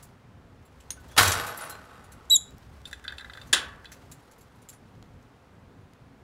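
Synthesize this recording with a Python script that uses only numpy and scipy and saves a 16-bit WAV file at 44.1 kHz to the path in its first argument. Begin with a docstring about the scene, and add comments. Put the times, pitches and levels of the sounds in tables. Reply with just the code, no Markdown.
"""A quiet room, close to a cage: a small parrot walks the wire floor, claws scuffing and ticking.
It jolts the cage once: loose bars chatter through the cage resonances and the frame rocks.
It chirps once, four partials on an arched pitch, then rattles and bangs a loose hard toy,
which rings in short modes. Under it all: faint rustle, hush, a low hum, a little echo."""
import sys
import numpy as np
from scipy import signal
from scipy.fft import rfft, irfft
from scipy.io import wavfile
from scipy.ndimage import uniform_filter1d

SR = 44100
rng = np.random.default_rng(int(sys.argv[2]) if len(sys.argv) > 2 else 0)


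def master_out(mix):
    """Clip the mix to full scale and print it as 16-bit PCM to the path in sys.argv[1]."""
    frames = np.transpose(np.atleast_2d(mix))
    ceiling = np.clip(frames, -1, 1)
    pcm = np.round(ceiling * 32767).astype(np.int16)
    wavfile.write(sys.argv[1], SR, pcm)


N = 274743

# Room and microphone noise. Each row: frequency in Hz, density in dB.
HUSH_SPECTRUM = [(12, -53.5), (20, -19), (101, -2), (208, -10), (275, -8), (308, -18), (396, -14.5),
                 (430, -15.5), (495, -15.5), (636, -20.5), (692, -18), (1470, -23.5), (1600, -24.5),
                 (1890, -27.5), (15700, -53)]
# Low hum. Each row: time in seconds, level in dB.
HUM_LEVELS = [(0, -70), (1, -51.5), (1.6, -72), (2.2, -56), (3.8, -55.5), (4.3, -70.5), (6.23, -69)]
# Room decay. Each row: frequency in Hz, t60 in seconds.
ROOM_T60 = [(250, 1), (1000, 1), (4000, 0.26), (7500, 0.26), (11000, 0.25), (15000, 0.15)]
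# The bird stirring, and the cage's noise at the jolt. Each row: time in seconds, level in dB.
RUSTLE_LEVELS = [(0.0, -54.5), (0.31, -90.5), (0.64, -70.5), (1.21, -52.5), (1.361, -38), (1.54, -71),
                 (1.719, -75), (2.15, -65), (3.539, -56), (3.66, -67.5), (3.97, -59), (4.27, -62.5),
                 (4.94, -68.5), (6.23, -83.5)]
# Rustle colour. Each row: frequency in Hz, density in dB.
RUSTLE_SPECTRUM = [(500, 1), (1300, -1), (2500, -9.5), (5000, -12.5), (10000, -19.5), (15800, -24)]
# Ticks of claw or husk. Each row: start in seconds, level in dB, tilt in dB per octave.
DRY_TICKS = [(0.879, -63, -10), (1.5898, -45, 3), (2.2548, -52, 5.5), (2.5077, -47, 3.5),
             (2.5825, -43.5, 9), (2.817, -50, -2), (2.997, -41.5, -8), (4.0974, -59, -8), (4.9534, -53, -7),
             (5.0264, -37, -6), (5.228, -57, 2), (5.935, -49.5, -1.5)]
# Tick colour. Each row: frequency in Hz, density in dB.
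TICK_SPECTRUM = [(300, -22), (900, -7), (2000, -4.5), (6000, 3.5), (15000, -11)]
# Claws, and loose wires rebounding from the jolt, strike the wire floor.
# Each row: start in seconds, level in dB, tilt in dB per octave.
FLOOR_STRIKES = [(0.026, -42.5, 3), (0.651, -50, 28), (0.8014, -48.5, -7), (1.0005, -56.5, 4.5),
                 (1.0814, -54, 1.5), (1.112, -46, -8), (1.1772, -6.5, -5), (1.2044, -20.5, -2),
                 (1.2254, -17.5, 0.5), (1.2514, -20.5, -3.5), (1.2744, -15.5, -5.5), (1.3167, -16.5, -7),
                 (1.3344, -29, -4), (1.4649, -31, -1.5), (1.5724, -32, 15.5), (1.6062, -41, 6.5),
                 (1.6415, -41, 15), (1.6952, -32.5, 6), (1.847, -56.5, -2.6), (2.0397, -49.5, -0.4),
                 (2.1175, -43.5, 0.5), (2.8694, -41, -7.5), (3.471, -52, -3.5), (3.917, -37.5, -5),
                 (4.114, -39, -1), (4.2214, -63, 3), (4.3118, -50.5, 0), (4.3806, -54.5, 5),
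                 (4.408, -51.5, 0.6), (4.554, -63, 0), (4.617, -54, -0.7), (4.687, -36.5, 1),
                 (4.727, -48, -7), (5.808, -55.5, -10.5)]
# Scuff colour. Each row: frequency in Hz, density in dB.
SCUFF_SPECTRUM = [(880, -34.5), (1500, -7), (3890, -4), (4980, -6), (5770, 1), (7600, 3.5), (8390, -2),
                  (9820, 0), (14800, -6.5), (15700, -14.5)]
# Floor wire resonances. Each row: frequency in Hz, width in Hz before widening, gain in dB.
WIRE_MODES = [(2530, 26, -13.5), (4000, 67, -6), (4440, 59, -10), (7510, 66, -2.5), (9840, 69, 1.5),
              (12376, 34, -9.5), (11300, 190, -9.5), (13100, 44, -18.5), (15000, 40, -9.5),
              (15400, 22, -14)]
# Single bars ringing out. Each row: start in seconds, frequency in Hz, level in dB.
BAR_RINGS = [(.965, 1495, -48), (1.095, 3390, -54), (1.13, 3390, -52), (1.295, 11550, -27),
             (1.315, 9700, -30), (1.39, 11550, -37), (1.43, 11550, -43), (1.49, 11550, -41),
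             (1.57, 11550, -38), (1.575, 9500, -41), (1.6, 1495, -41), (1.608, 9700, -34),
             (1.62, 2740, -50), (1.645, 9700, -40), (1.7, 1495, -40), (1.705, 4130, -43), (1.72, 7450, -47),
             (1.9, 1495, -46), (2.07, 1240, -55.5), (2.87, 9700, -52), (4.73, 9700, -54)]
# Bar decay. Each row: frequency in Hz, t60 in seconds.
BAR_DECAY = [(1400, .22), (2800, 0.43), (3400, 0.13), (4100, 0.19), (8000, .08), (11600, 0.13)]
# Flicked bar. Each row: frequency in Hz, gain in dB, t60 in seconds.
PING_MODES = [(2200, -14, .012), (4240, -13, .03), (6627, 0, .045), (6750, -6, .03), (9523, -4, .035),
              (9604, -6, .045), (11690, -13, .035), (13200, -15, .04), (14500, -16, .015)]
# Cage resonances. Each row: frequency in Hz, width in Hz, gain in dB.
CAGE_MODES = [(488, 38, -7), (694, 23, -8), (776, 20, -8.5), (844, 17, -2), (963, 13, -9), (1107, 27, -2),
              (1163, 16, -5), (1240, 41, -3.5), (1313, 17, -3), (1345, 25, -5.5), (1455, 28, -3.5),
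              (1520, 27, 0.5), (1695, 35, -7), (1805, 39, -4.5), (1996, 22, -6.5), (2024, 14, -7.5),
              (2475, 28, -9.5), (2812, 27, -11.5), (3250, 50, -10.5), (3800, 90, -9), (4450, 56, -11),
              (4840, 50, -12.5), (5600, 59, -12), (7170, 50, -13), (7650, 70, -17.5), (8290, 50, -13),
              (9330, 60, -13), (9900, 60, -15), (11550, 50, -10), (12900, 100, -20)]
# Broad colour of the rattle. Each row: frequency in Hz, density in dB.
CAGE_SPECTRUM = [(76, -37), (130, -9), (290, -11.5), (470, -15), (635, -2), (688, -6.5), (1500, 0),
                 (1660, -12.5), (1840, -11), (2590, -5), (10100, -17), (15700, -33)]
# Cage touched, jolted, nudged. Each row: start in seconds, level in dB, rise and t60 in seconds.
CAGE_JOLTS = [(1.164, -29.5, 0.0016, 0.17), (1.174, -13, 0.0054, 0.61), (1.3, -33.5, .08, 1.6),
              (1.58, -38.5, 0.023, 0.72), (1.86, -53, 0.039, 3.9)]
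# Frame rocking on its base. Each row: start in seconds, level in dB.
FRAME_SWINGS = [(1.174, -26.5), (1.255, -32.5)]
# Toy resonances. Each row: frequency in Hz, gain in dB, t60 in seconds.
TOY_MODES = [(1629, -2, 0.035), (1727, -1, 0.022), (1977, 0.5, 0.016), (2625, -8, 0.02), (3617, 3, 0.03),
             (3970, 1, 0.018), (4540, -3, 0.011), (5210, -10, 0.014), (5900, -9, 0.016),
             (7200, -10.5, .012), (7510, -3, .02), (9200, -5, .012), (9900, -5, .012)]
# Toy clack. Each row: frequency in Hz, density in dB.
CLACK_SPECTRUM = [(130, -57.5), (300, -5), (600, -8.5), (1000, -39.5), (1600, 1.5), (2400, -1), (3600, 5.5),
                  (5800, -2), (7300, 0), (8600, -8.5), (9600, 2), (12000, -13.5), (15700, -16.5)]
# Toy knocks. Each row: start in seconds, level in dB, low-mode and top-mode gains in dB.
TOY_KNOCKS = [(2.8542, -29.5, -15.5, -7), (2.9118, -42.5, 7, 7), (2.9293, -26, -1, -2),
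              (3.0407, -38, 2.2, 0.7), (3.0493, -32.5, 14.5, -8.5), (3.0791, -22, -4.5, -16),
              (3.0928, -36, 10.5, -28), (3.1055, -36.5, 7, -22), (3.1222, -29, 8.5, -7.5),
              (3.1821, -31, -8, -8.5), (3.1959, -38, 13, -11), (3.2086, -33.5, 9, -7.5),
              (3.2455, -31.5, 11.5, -11), (3.2979, -31, 9, -17), (3.3343, -35, -5, -10),
              (3.351, -38, 18, -13.5), (3.3727, -34, 5.5, -7), (3.4141, -37.5, -6.5, -9.5),
              (3.8452, -39, 13.5, 0), (3.8543, -35.5, -15, -12)]
# Chirp contour. Each row: time in seconds, pitch in Hz, effort in dB.
CHIRP_CONTOUR = [(2.297, 3350, -48), (2.301, 3560, -24), (2.306, 3800, -19), (2.312, 3920, -16),
                 (2.34, 3895, -15), (2.356, 3740, -16), (2.367, 3430, -14), (2.37, 3330, -23),
                 (2.374, 3230, -50)]
# Chirp colour, with dips from the room's echo. Each row: frequency in Hz, gain in dB.
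CHIRP_COLOUR = [(3300, -12), (3470, -12), (3585, -28), (3720, -8), (3900, 0.6), (6700, -8), (7180, 3),
                (7500, -4), (7800, -12), (10000, -14), (10380, -9), (10800, -25), (11700, -17),
                (13800, -35), (14800, -20), (15500, -60)]

PING_START_S, SHAKE_START_S, BANG_START_S = 0.905, CAGE_JOLTS[0][0], 3.5275


def amp(db):
    """Decibels to gain."""
    return 10 ** (np.asarray(db) / 20)


def unit_rms(x):
    """Scales to rms 1."""
    return x / np.sqrt(np.mean(x ** 2) + 1e-20)


def at_peak(x, db):
    """Sets twice the rms of the loudest 2 ms to db."""
    return x * amp(db) / np.sqrt(4 * uniform_filter1d(x ** 2, size=88).max())


def lookup(table, hz):
    """Interpolates on a log-frequency axis."""
    table_hz, values = np.transpose(table)
    return np.interp(np.log(hz + 1), np.log(table_hz + 1), values)


def level_curve(table):
    """Gain per sample from rows of time and dB."""
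    times_s, db = np.transpose(table)
    return amp(np.interp(np.arange(N) / SR, times_s, db))


def add(mix, start_s, sound):
    """Mixes a sound in at start_s."""
    part = mix[round(start_s * SR):][:len(sound)]
    part += sound[:len(part)]


def coloured(x, spectrum, tilt_db_oct=0):
    """Filters by a spectrum table, tilted about 7 kHz."""
    hz = np.fft.rfftfreq(len(x), 1 / SR)
    gain_db = lookup(spectrum, hz) + tilt_db_oct * np.log2((hz + 50) / 7000)
    return irfft(rfft(x) * amp(gain_db), len(x))


def lowpass(x, hz):
    """Zero-phase low-pass."""
    return signal.sosfiltfilt(signal.butter(2, hz, fs=SR, output="sos"), x)


def shelf(x, treble_db, split_hz):
    """Applies a gain above split_hz."""
    low = lowpass(x, split_hz)
    return low + amp(treble_db) * (x - low)


def resonate(x, hz, width_hz):
    """One resonance, gain about 1; at 0 Hz, a low-pass."""
    radius = np.exp(-np.pi * width_hz / SR)
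    pole = radius * np.exp(2j * np.pi * hz / SR)
    return 2 * signal.lfilter([1 - radius], [1, -pole], x).real


def ring(force, modes):
    """A force drives decaying sine modes."""
    t = np.arange(len(force) // 2) / SR
    response = sum(amp(db - 60 * t / t60_s) * np.sin(2 * np.pi * hz * t) for hz, db, t60_s in modes)
    return signal.fftconvolve(force, response)[:len(force)]


def lumpy_noise(samples, lump_samples, depth_db):
    """Noise that comes in random bunches."""
    lumps = unit_rms(uniform_filter1d(rng.standard_normal(samples), size=lump_samples))
    return rng.standard_normal(samples) * amp(depth_db * lumps)


def contact(t60_s, rise_s, grit_db, samples, after_db, after_t60_s=0.12):
    """Rough contact force: uneven clicks rise, decay and leave a faint after-rattle."""
    t = np.arange(samples) / SR
    clicks = rng.standard_normal(samples) * amp(grit_db * rng.standard_normal(samples))
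    decay = amp(-60 * t / t60_s) + amp(after_db - 60 * t / after_t60_s)
    return clicks * (1 - np.exp(-t / rise_s)) * decay


def blow(t, db, rise_s, t60_s):
    """Envelope of a blow at t = 0: rise, then exponential decay."""
    t = np.maximum(t, 0)
    return (1 - np.exp(-(t / rise_s) ** 2)) * amp(db - 60 * t / t60_s)


def dulling(t, bright_db, dull_db, tau_s):
    """Treble gain in dB, sinking after a blow."""
    return dull_db + (bright_db - dull_db) * np.exp(-t / tau_s)


def hush(db=-53.5):
    """Steady noise whose bass rumble swells and sinks."""
    noise = unit_rms(coloured(rng.standard_normal(N), HUSH_SPECTRUM))
    rumble = lowpass(noise, hz=300)
    drift = uniform_filter1d(rng.standard_normal(N), size=3000)
    swell_db = 3.1 * unit_rms(uniform_filter1d(drift, size=3000))
    return amp(db) * (noise - rumble + amp(swell_db) * rumble)


def hum(hz=67.4, stage_width_hz=20):
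    """Narrow low noise that comes and goes."""
    band = resonate(rng.standard_normal(N), hz, stage_width_hz)
    return level_curve(HUM_LEVELS) * unit_rms(resonate(band, hz, stage_width_hz))


def room_echo(x, db=-17):
    """Sparse reflections of random sign; each band dies at its own rate."""
    taps = np.zeros(SR)
    slots = np.arange(200, SR - 20, 20)
    taps[slots + rng.integers(0, 20, len(slots))] = rng.choice([-1., 1.], len(slots))
    hz, t, bands = signal.stft(taps, SR, nperseg=256)
    decay = amp(-60 * t / lookup(ROOM_T60, hz)[:, None])
    tail = signal.istft(bands * decay, SR, nperseg=256)[1]
    return amp(db) * signal.fftconvolve(x, tail / np.linalg.norm(tail))[:N]


def rustle():
    """Faint rustle of the bird stirring, swelling with the cage's noise at the jolt."""
    noise = lumpy_noise(N, lump_samples=500, depth_db=2.2)
    return level_curve(RUSTLE_LEVELS) * unit_rms(coloured(noise, RUSTLE_SPECTRUM))


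def dry_tick(db, tilt_db_oct):
    """A brief contact with no ring."""
    force = contact(t60_s=0.005, rise_s=0.0002, grit_db=1.4, samples=4096, after_db=-43.5)
    return at_peak(coloured(force, TICK_SPECTRUM, tilt_db_oct), db)


def floor_strike(db, tilt_db_oct, widening=2.8):
    """A claw or rebounding wire strikes the floor; its wires ring unevenly, less on dull strikes."""
    force = contact(t60_s=0.095, rise_s=0.0024, grit_db=5.4, samples=8192, after_db=-38)
    shares_db = 5 * rng.standard_normal(len(WIRE_MODES))
    spot_colour = np.transpose([np.linspace(1000, 16000, 16), 4 * rng.standard_normal(16)])
    wires = sum(amp(mode_db + share_db) * resonate(force, hz, widening * width_hz)
                for (hz, width_hz, mode_db), share_db in zip(WIRE_MODES, shares_db))
    scuff = coloured(coloured(force, SCUFF_SPECTRUM, tilt_db_oct), spot_colour)
    wires_db = -4 + min(tilt_db_oct, 0)
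    return at_peak(unit_rms(scuff) + amp(wires_db) * unit_rms(wires), db)


def bar_ring(hz, db):
    """One bar rings on a close pair of modes, roughened by a lingering touch."""
    t60_s = lookup(BAR_DECAY, hz)
    force = contact(t60_s / 3, rise_s=0.002, grit_db=1.5, samples=16384, after_db=-14, after_t60_s=t60_s)
    pair = [(hz, 0, t60_s), (hz * 1.007, -7, t60_s)]
    return at_peak(ring(force, pair), db)


def bar_ping(db=-20):
    """A claw flicks one bar: a tick, its modes, a short rattle."""
    force = contact(t60_s=0.005, rise_s=0.001, grit_db=1.5, samples=8192, after_db=-24, after_t60_s=0.09)
    scuff = unit_rms(coloured(force, SCUFF_SPECTRUM, tilt_db_oct=-1.7))
    return at_peak(unit_rms(ring(force, PING_MODES)) + amp(-5) * scuff, db)


def cage_rattle(samples):
    """Loose bars meet in bunches and chatter through the cage resonances."""
    chatter = lumpy_noise(samples, lump_samples=150, depth_db=2.5)
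    bars = sum(amp(db) * resonate(chatter, hz, width_hz) for hz, width_hz, db in CAGE_MODES)
    body = coloured(chatter, CAGE_SPECTRUM)
    return unit_rms(unit_rms(body) + unit_rms(bars))


def cage_shake(sway_hz=91):
    """The jolted cage rattles, losing treble, while the frame sways on its base."""
    t = np.arange(SR * 5 // 4) / SR
    scene_s = t + SHAKE_START_S
    rattle_gain = sum(blow(scene_s - start_s, *row) for start_s, *row in CAGE_JOLTS)
    sway_gain = sum(blow(scene_s - start_s, db, rise_s=0.027, t60_s=0.48) for start_s, db in FRAME_SWINGS)
    sway = resonate(rng.standard_normal(len(t)), sway_hz, width_hz=23)
    sway = unit_rms(resonate(sway, sway_hz, width_hz=37))
    treble_db = dulling(t, bright_db=0.5, dull_db=-18.5, tau_s=0.75)
    rattle = shelf(cage_rattle(len(t)), treble_db, split_hz=1900)
    return rattle_gain * rattle + sway_gain * sway


def toy_body(force, clack_db):
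    """The hard toy rings in short modes, detuned at each touch, over a broad clack."""
    detunes = 1 + 0.012 * rng.standard_normal(len(TOY_MODES))
    modes = [(hz * detune, db, t60_s) for (hz, db, t60_s), detune in zip(TOY_MODES, detunes)]
    ringing = coloured(ring(force, modes), [(200, -30), (1300, 0)])  # the rings carry little below about 1 kHz
    return unit_rms(ringing) + amp(clack_db) * unit_rms(coloured(force, CLACK_SPECTRUM))


def toy_knock(db, low_db, top_db):
    """A light touch with a tick at first contact; where it lands weights low and top modes."""
    spot_colour = [(900, low_db - 15), (1400, low_db), (2000, low_db),
                   (2600, 0), (4800, 0), (6000, top_db)]
    force = contact(t60_s=0.012, rise_s=0.0021, grit_db=3, samples=6144, after_db=-22)
    knock = at_peak(coloured(toy_body(force, clack_db=-13.5), spot_colour), db)
    add(knock, 0, dry_tick(db + top_db - 8.5, tilt_db_oct=0.14))
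    return knock


def toy_bang():
    """A hard blow sets the toy chattering, treble dying first, and the cage rattling dully."""
    t = np.arange(SR // 2) / SR
    hit_gain = blow(t, db=-12, rise_s=0.0033, t60_s=0.038)
    chatter_gain = blow(t, db=-16.5, rise_s=0.0033, t60_s=0.25)
    cage_gain = blow(t, db=-29, rise_s=0.024, t60_s=0.48)
    force = lumpy_noise(len(t), lump_samples=60, depth_db=1.7)
    treble_db = dulling(t, bright_db=6.5, dull_db=-17, tau_s=0.056)
    toy = shelf(unit_rms(toy_body(force, clack_db=1.5)), treble_db, split_hz=4960)
    cage = shelf(cage_rattle(len(t)), treble_db=-12, split_hz=3000)
    return (hit_gain + chatter_gain) * toy + cage_gain * cage


def parrot_chirp(rasp_ratio=0.88, rasp_stage_width_hz=1100, rasp_re_tremor_db=-10):
    """Four partials glide through the chirp colour, each with a tremor and a rasp just below."""
    times_s, pitches_hz, efforts_db = np.transpose(CHIRP_CONTOUR)
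    t = np.arange(times_s[0], times_s[-1], 1 / SR)
    hz = np.interp(t, times_s, pitches_hz)
    effort_db = np.interp(t, times_s, efforts_db)
    phase = 2 * np.pi * np.cumsum(hz) / SR
    voice = 0
    for k in range(1, 5):
        noise = rng.standard_normal((2, len(t)))
        tremor, jitter = unit_rms(signal.oaconvolve(noise, np.hanning(110)[None], "same"))
        roughness = 0.055 * k ** 1.3
        tone = (1 + roughness * tremor) * np.sin(k * phase + roughness * jitter)
        slow_noise = resonate(resonate(noise[0], 0, rasp_stage_width_hz), 0, rasp_stage_width_hz)
        rasp = unit_rms(slow_noise) * np.sin(k * phase * rasp_ratio)
        gain = np.sqrt(2) * amp(effort_db + lookup(CHIRP_COLOUR, k * hz))
        voice += gain * (tone + roughness * amp(rasp_re_tremor_db) * rasp)
    return voice * signal.windows.tukey(len(t), 0.06)


def scene():
    """Bird, cage and toy with their room echo, over hush and hum; mono."""
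    direct = rustle()
    for events, source in ((FLOOR_STRIKES, floor_strike), (DRY_TICKS, dry_tick),
                           (TOY_KNOCKS, toy_knock), (BAR_RINGS, bar_ring)):
        for start_s, *row in events:
            add(direct, start_s, source(*row))
    add(direct, PING_START_S, bar_ping())
    add(direct, BANG_START_S, toy_bang())
    add(direct, SHAKE_START_S, cage_shake())
    add(direct, CHIRP_CONTOUR[0][0], parrot_chirp())
    return (direct + room_echo(direct) + hush() + hum())[None]


def record(dry):
    """Hard limit at full scale, then a 15.8 kHz low-pass."""
    band_limit = signal.firwin(511, 15800, window=("kaiser", 9), fs=SR)
    return signal.oaconvolve(np.clip(dry, -1, 1), band_limit[None], "same")


dry = scene()
out = record(dry)
master_out(out)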